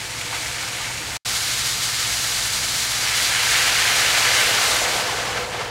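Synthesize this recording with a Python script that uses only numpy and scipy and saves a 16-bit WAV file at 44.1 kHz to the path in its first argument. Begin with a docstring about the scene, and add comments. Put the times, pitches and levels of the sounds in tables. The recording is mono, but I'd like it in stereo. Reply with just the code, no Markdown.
"""Meat is heard frying in a wide steel pan over a low hum; the sound drops out for an instant and returns brighter.
Water is poured in: it flashes to steam on hot metal, boils hard, then cools the pan to a low bubbling.
Random clicks become cracking steam blisters, damped bubble rings and the sprays of single spits.
Resonances of the hollow pan and the echoes of a small kitchen shape them; tones and filtered noise
make the hum and rumble. All is heard in mono from close by."""
import sys
import numpy as np
from scipy import signal
from scipy.fft import rfft, irfft, next_fast_len
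from scipy.io import wavfile

SR = 44100
rng = np.random.default_rng(int(sys.argv[2]) if len(sys.argv) > 2 else 0)


def to_wav(s):
    """Save 16-bit WAV."""
    ch = np.atleast_2d(s).T  # columns
    pcm = np.round(np.clip(ch, -1, 1) * 32767)  # PCM
    wavfile.write(sys.argv[1], SR, pcm.astype(np.int16))


N = 251678


def from_db(db):
    """Logarithmic level law: 20 dB is a tenfold amplitude."""
    return 10 ** (np.asarray(db) / 20)


def rms_one(x):
    """Power normalisation: the root mean square becomes 1."""
    return x / np.sqrt(np.mean(x ** 2) + 1e-20)


def seconds():
    """Uniform sampling: the time of every sample."""
    return np.arange(N) / SR


def in_time(rows):
    """Linear interpolation: each column of a table as a curve, its end values held."""
    times_s, *columns = np.transpose(rows)
    return [np.interp(seconds(), times_s, column) for column in columns]


def drift(rate_hz):
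    """Band-limited random fluctuation: straight lines between rate_hz chance values a second, rms 1."""
    knots = rng.standard_normal(4096)
    return rms_one(np.interp(seconds() * rate_hz, np.arange(len(knots)), knots))


def colour(x, spectrum):
    """Minimum-phase filtering: a causal response of the given spectrum keeps a click sharp in front."""
    size = 2 * next_fast_len(N)
    hz, db = np.transpose(spectrum)
    bins_hz = np.maximum(np.arange(size // 2 + 1) * SR / size, 1)
    gain = from_db(np.interp(np.log(bins_hz), np.log(hz), db))
    cepstrum = irfft(np.log(gain))
    # folding the cepstrum onto positive time yields the minimum phase
    response = np.exp(rfft(np.r_[0, 2 * cepstrum[1:size // 2]], size))
    return irfft(rfft(x, size) * response)[:N]


def resonate(x, resonances):
    """Resonance: a hollow lifts a narrow band at each of its modes."""
    for hz, width_hz, lift_db in resonances:
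        band = signal.lfilter(*signal.iirpeak(hz, hz / width_hz, fs=SR), x)
        x = x + (from_db(lift_db) - 1) * band
    return x


def bursts(per_s, spread_db):
    """Poisson-like impulses: clicks at random moments, many small and a few large."""
    sizes = from_db(spread_db * np.minimum(rng.exponential(1, N), 6))
    signs = rng.choice([-1, 1], N)
    happens = rng.random(N) < per_s / SR
    return sizes * signs * happens / np.sqrt(per_s)   # the mean power does not depend on the rate


def kitchen(clicks):
    """Diffuse reverberation: wall echoes from all over the pan merge into noise that follows the dying energy."""
    t60_s, wet_db = 0.31, -3.5
    keep = from_db(-60 / (t60_s * SR)) ** 2
    energy = signal.lfilter([0, 1 - keep], [1, -keep], clicks ** 2 + 1e-18)
    return clicks + from_db(wet_db) * np.sqrt(energy) * rng.standard_normal(len(clicks))


def bubble_rings(clicks, low_hz, high_hz, cycles, count):
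    """Damped oscillation: each click rings one bubble size, falling 60 dB in the given cycles."""
    dealt, out = rng.integers(0, count, N), np.zeros(N)
    for k, hz in enumerate(np.geomspace(low_hz, min(high_hz, SR / 3), count)):
        w = 2 * np.pi * hz / SR
        r = np.exp(-np.log(1000) * hz / (cycles * SR))
        echoed = kitchen(clicks * (dealt == k))   # so the pitch lingers in the room
        out += hz * signal.lfilter([1, -r * np.cos(w)], [1, -2 * r * np.cos(w), r * r], echoed)
    return out


# air resonances in the pan: (frequency [Hz], width [Hz], lift [dB])
PAN_MODES = [(310, 33, 5), (364, 25, 2), (494, 41, 6), (706, 30, 7), (805, 38, 6), (910, 43, 5.5),
             (1010, 21, 3), (1208, 40, 2.5), (1330, 45, 6), (1474, 36, 1.5), (1556, 55, 3), (1745, 39, 4.5),
             (1940, 72, 1.5), (2100, 82, 4), (2270, 80, 3.5), (3020, 51, 3.5), (3415, 70, 2),
             (4070, 110, 1.5), (4800, 240, 1), (5812, 80, 2.5), (6760, 300, 1.5), (7700, 120, 1)]


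def heard(x, spectrum):
    """Source and resonator: bursts take the colour of their kind, then that of the hollow pan; rms 1."""
    return rms_one(resonate(colour(x, spectrum), PAN_MODES))


# mains and motor tones: (frequency [Hz], level [dB rms])
HUM_TONES = [(35, -58.5), (59.3, -53), (85, -59), (104.7, -47), (120.1, -44.5), (148.5, -58.5),
             (178.3, -57)]


def hum():
    """Periodic excitation: steady sines of mains and motors, each slightly wandering in phase."""
    tones = np.zeros(N)
    for hz, db in HUM_TONES:
        phase = 2 * np.pi * (hz * seconds() + rng.random()) + 0.27 * drift(3.6)
        tones += from_db(db) * np.sqrt(2) * np.sin(phase)
    return tones


# colour of the kitchen rumble: (frequency [Hz], relative level [dB per Hz])
RUMBLE_SPECTRUM = [(15, -28), (32, -22), (46, 0), (62, 7), (95, -3), (135, 3.5), (170, -3.5), (250, -6),
                   (500, -14.5), (1500, -32.5)]
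# swell of the rumble: (time [s], lift [dB])
RUMBLE_LIFT = [(0.82, -3), (1.02, 3), (1.17, 0), (1.25, -2)]


def rumble():
    """Filtered broadband noise: a soft low background that swells briefly."""
    swell_db, = in_time(RUMBLE_LIFT)
    return from_db(-41 + swell_db) * rms_one(colour(rng.standard_normal(N), RUMBLE_SPECTRUM))


# the fat livens up and eases again: (time [s], lift [dB])
VIGOUR = [(0, -1.2), (0.26, -0.7), (0.42, 0.5), (0.8, 0.4), (0.95, -0.6), (1.2, -0.1), (2.7, 0.4)]


def activity(fry_db, pour, at_rim):
    """Heat balance: burst level [dB] follows the frying, rises with the pour, holds, and falls with cooling."""
    pour_s = 2.79       # the water first meets the steel
    rise_shape = 1.6    # above 1: quick at first, then levelling off
    rise_s, top_db, cooling_s, fall_db_per_s = pour
    t = seconds()
    vigour_db, = in_time(VIGOUR)
    frying_db = np.where(at_rim, *fry_db) + vigour_db
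    still_dry = np.clip(1 - (t - pour_s) / rise_s, 0, 1) ** rise_shape
    cooling_db = fall_db_per_s * np.maximum(t - cooling_s, 0)
    return top_db + still_dry * (frying_db - top_db) - cooling_db


# colour of the sizzle: (frequency [Hz], relative level [dB per Hz])
SIZZLE_SPECTRUM = [(600, -17.5), (1500, -9.5), (2800, -6), (4000, -0.5), (5500, -2.5), (7000, -2.5),
                   (9500, -6.5), (12000, -11.5), (14000, -16), (16000, -19)]


def sizzle(level_db, darkening):
    """Impulsive noise: tiny steam blisters crack by the thousand, denser and brighter in a hotter fry."""
    heat_db = level_db - np.max(level_db)
    cracks = rms_one(kitchen(bursts(15000 * from_db(.7 * heat_db), spread_db=2.0)))
    steam = from_db(-4) * rng.standard_normal(N)
    fry = heard(cracks + steam, SIZZLE_SPECTRUM)
    # the finest cracks weaken with cooling and with darkening
    finest = signal.sosfilt(signal.butter(1, 7500, "high", fs=SR, output="sos"), fry)
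    finest_db = 0.076 * heat_db - 7.6 * darkening ** 2 + 1.4
    fry = fry + (from_db(finest_db) - 1) * finest
    return fry * from_db(level_db + 0.72 * drift(45) + 0.92)


# colour of the boil: (frequency [Hz], relative level [dB per Hz])
BOIL_SPECTRUM = [(600, -18.5), (1200, -13.5), (1500, -3), (2250, -3), (2800, -3), (3800, -9), (6000, -15),
                 (12000, -46)]


def boil(level_db):
    """Strongly damped bubble oscillation: small bubbles of flashing water, denser when louder."""
    per_s = 11000 * from_db(.6 * (level_db - np.max(level_db)))
    rings = bubble_rings(bursts(per_s, spread_db=2.0), low_hz=693, high_hz=9500, cycles=7.4, count=20)
    return heard(rings, BOIL_SPECTRUM) * from_db(level_db + .5 * drift(45))


# colour of larger bubbles in the juices: (frequency [Hz], relative level [dB per Hz])
BUBBLE_SPECTRUM = [(150, -16.5), (280, -9.5), (400, -5), (500, 1), (750, 0.5), (1100, -2), (1600, -4.5),
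                   (3000, -24.5)]
# colour of the lowest bubbles: (frequency [Hz], relative level [dB per Hz])
LOW_BUBBLE_SPECTRUM = [(130, -10), (200, 0), (330, -5), (450, 7), (620, -8), (1000, -22)]


def simmer(level_db, darkening):
    """Bubble size sets pitch: larger bubbles ring low, and darkening gives the lowest more weight."""
    larger = bubble_rings(bursts(4000, spread_db=2.0), low_hz=191.4, high_hz=2200, cycles=11.7, count=24)
    lowest = bubble_rings(bursts(1400, spread_db=3.0), low_hz=147, high_hz=850, cycles=7.1, count=12)
    lowest = from_db(-7) * darkening ** 2 * heard(lowest, LOW_BUBBLE_SPECTRUM)
    return (heard(larger, BUBBLE_SPECTRUM) + lowest) * from_db(level_db - 2.3)


# single spits of fat and water: (time [s], relative level [dB], pitch [Hz])
SPIT_EVENTS = [(0.213, -14, 2100), (0.328, -15, 1010), (0.345, -20, 2100), (0.608, -22, 1648),
               (0.803, -17, 1300), (3.335, -14, 2300), (3.431, -9, 2000), (3.521, -10, 2100),
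               (3.661, -19, 1800), (3.911, -19, 1700), (4.185, -12, 6000), (4.316, -12.5, 2200),
               (4.407, -9, 6000), (4.638, -13, 6500), (4.955, -16, 650), (5.378, -17, 1000),
               (5.545, -20, 546)]


def spits(decay_s, crack_db):
    """Impulse and decaying noise: a trapped drop bursts with a crack, then a short spray around its pitch."""
    out, t = np.zeros(N), np.arange(SR // 4) / SR
    for s, db, hz in SPIT_EVENTS:
        spray = rng.standard_normal(len(t)) * np.exp(-t / decay_s)
        spray[0] += from_db(crack_db)
        spray = signal.lfilter(*signal.iirpeak(hz, 1.2, fs=SR), kitchen(spray)) * np.sqrt(SR / hz)
        start = round(s * SR)
        out[start:start + len(t)] += from_db(db) * spray[:N - start]
    return from_db(-16) * resonate(out, PAN_MODES)


def surges(rows, attack_s, decay_s):
    """Attack and exponential decay: summed event envelopes, one curve in dB per column of lifts."""
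    times_s, *lifts_db = np.transpose(rows)
    age_s = seconds() - times_s[:, None]
    attack = np.clip(1 + age_s / attack_s, 0, 1)
    decay = np.exp(-np.maximum(age_s, 0) / decay_s)
    return np.array(lifts_db) @ (attack * decay)


# water or juice reaches bare hot steel: (time [s], sizzle lift [dB], boil lift [dB])
GUSH_EVENTS = [(0.34, 1.2, 2), (0.58, 0.3, 1.5), (0.82, 0.3, 2), (2.0, 0.3, 2.5), (3.05, 0.3, 2),
               (3.18, 2, 1.5), (3.53, 1.5, 3), (4.18, 1.8, 1), (4.39, 1, 2), (4.63, 2, 0.5), (4.98, 2.2, 1)]


def gushes():
    """Flash boiling: each gush on bare steel lifts sizzle and boil for a moment."""
    return surges(GUSH_EVENTS, attack_s=0.04, decay_s=0.09)


# the thinning stream breaks into dribbles that stir the pool: (time [s], lift [dB])
DRIBBLE_EVENTS = [(5.28, 2.5), (5.38, 4), (5.54, 2.5), (5.61, 4.2)]


def dribbles():
    """Agitation: each dribble stirs the pool and briefly lifts its bubbling."""
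    lift_db, = surges(DRIBBLE_EVENTS, attack_s=0.025, decay_s=0.04)
    return lift_db


def lull():
    """Gaussian amplitude dip, in dB: the boiling falters between two dribbles."""
    centre_s, width_s, dip_db = 5.48, 0.04, -5
    return dip_db * np.exp(-((seconds() - centre_s) / width_s) ** 2)


# darkening of the sizzle and weight of the lowest bubbles, first value held from the start:
# (time [s], amount [0-1])
DARKENING = [(3.7, 0.72), (4.5, 0.64), (5.15, 1), (5.7, 1)]
# bursts follow the pour: (rise [s], top level before trim [dB], cooling starts [s], fall [dB per s])
SIZZLE_POUR = (1.4, -21.8, 4.74, 16.8)
BOIL_POUR = (1.15, -20.4, 4.46, 10.9)
BUBBLE_POUR = (2.2, -25.8, 4.78, 6.8)
# further resonances of the pan, heard throughout: (frequency [Hz], width [Hz], lift [dB])
FURTHER_PAN_MODES = [(628, 26, 4), (1075, 125, 3.5), (1205, 41, 3.5), (4570, 610, 1)]
# resonances heard only at first, beside the rim: (frequency [Hz], width [Hz], lift [dB])
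RIM_MODES = [(298, 24, 8.5), (910, 70, 3.5), (2300, 760, 2), (7950, 2400, 2)]


def scene():
    """Superposition: all sources in the pan and the room add, alike in both channels."""
    at_rim = seconds() < DROPOUT[2][0]   # the microphone moves from the rim to over the pan in the silence
    darkening, = in_time(DARKENING)
    gush_sizzle_db, gush_boil_db = gushes()
    dribble_db = dribbles()
    # steady frying levels before trim: (at the rim [dB], over the pan [dB])
    sizzle_db = activity((-30.2, -23.6), SIZZLE_POUR, at_rim) + gush_sizzle_db + 0.3 * dribble_db
    boil_db = activity((-32.4, -31.4), BOIL_POUR, at_rim) + gush_boil_db + dribble_db + lull()
    bubble_db = activity((-36.8, -41.3), BUBBLE_POUR, at_rim) + dribble_db
    cooking = sizzle(sizzle_db, darkening) + boil(boil_db) + simmer(bubble_db, darkening)
    cooking = cooking + spits(decay_s=0.0079, crack_db=15)
    cooking = resonate(cooking, FURTHER_PAN_MODES)
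    beside_rim = from_db(-0.5) * resonate(cooking, RIM_MODES)
    mono = np.where(at_rim, beside_rim, cooking) + hum() + rumble()
    return np.array([mono, mono])


# the sound drops out and returns: (time [s], gain [linear])
DROPOUT = [(1.170, 0.88), (1.172, 0.096), (1.183, 0.0014), (1.248, 0), (1.259, 0.96)]


def record(dry):
    """Gating and low-pass filtering: a moment of silence, and a steep cut of the top."""
    gain, = in_time(DROPOUT)
    low_pass = signal.ellip(12, .1, 90, 15750, fs=SR, output="sos")   # cutoff in Hz
    return signal.sosfilt(low_pass, dry * gain)


dry = scene()
out = record(dry)
to_wav(out)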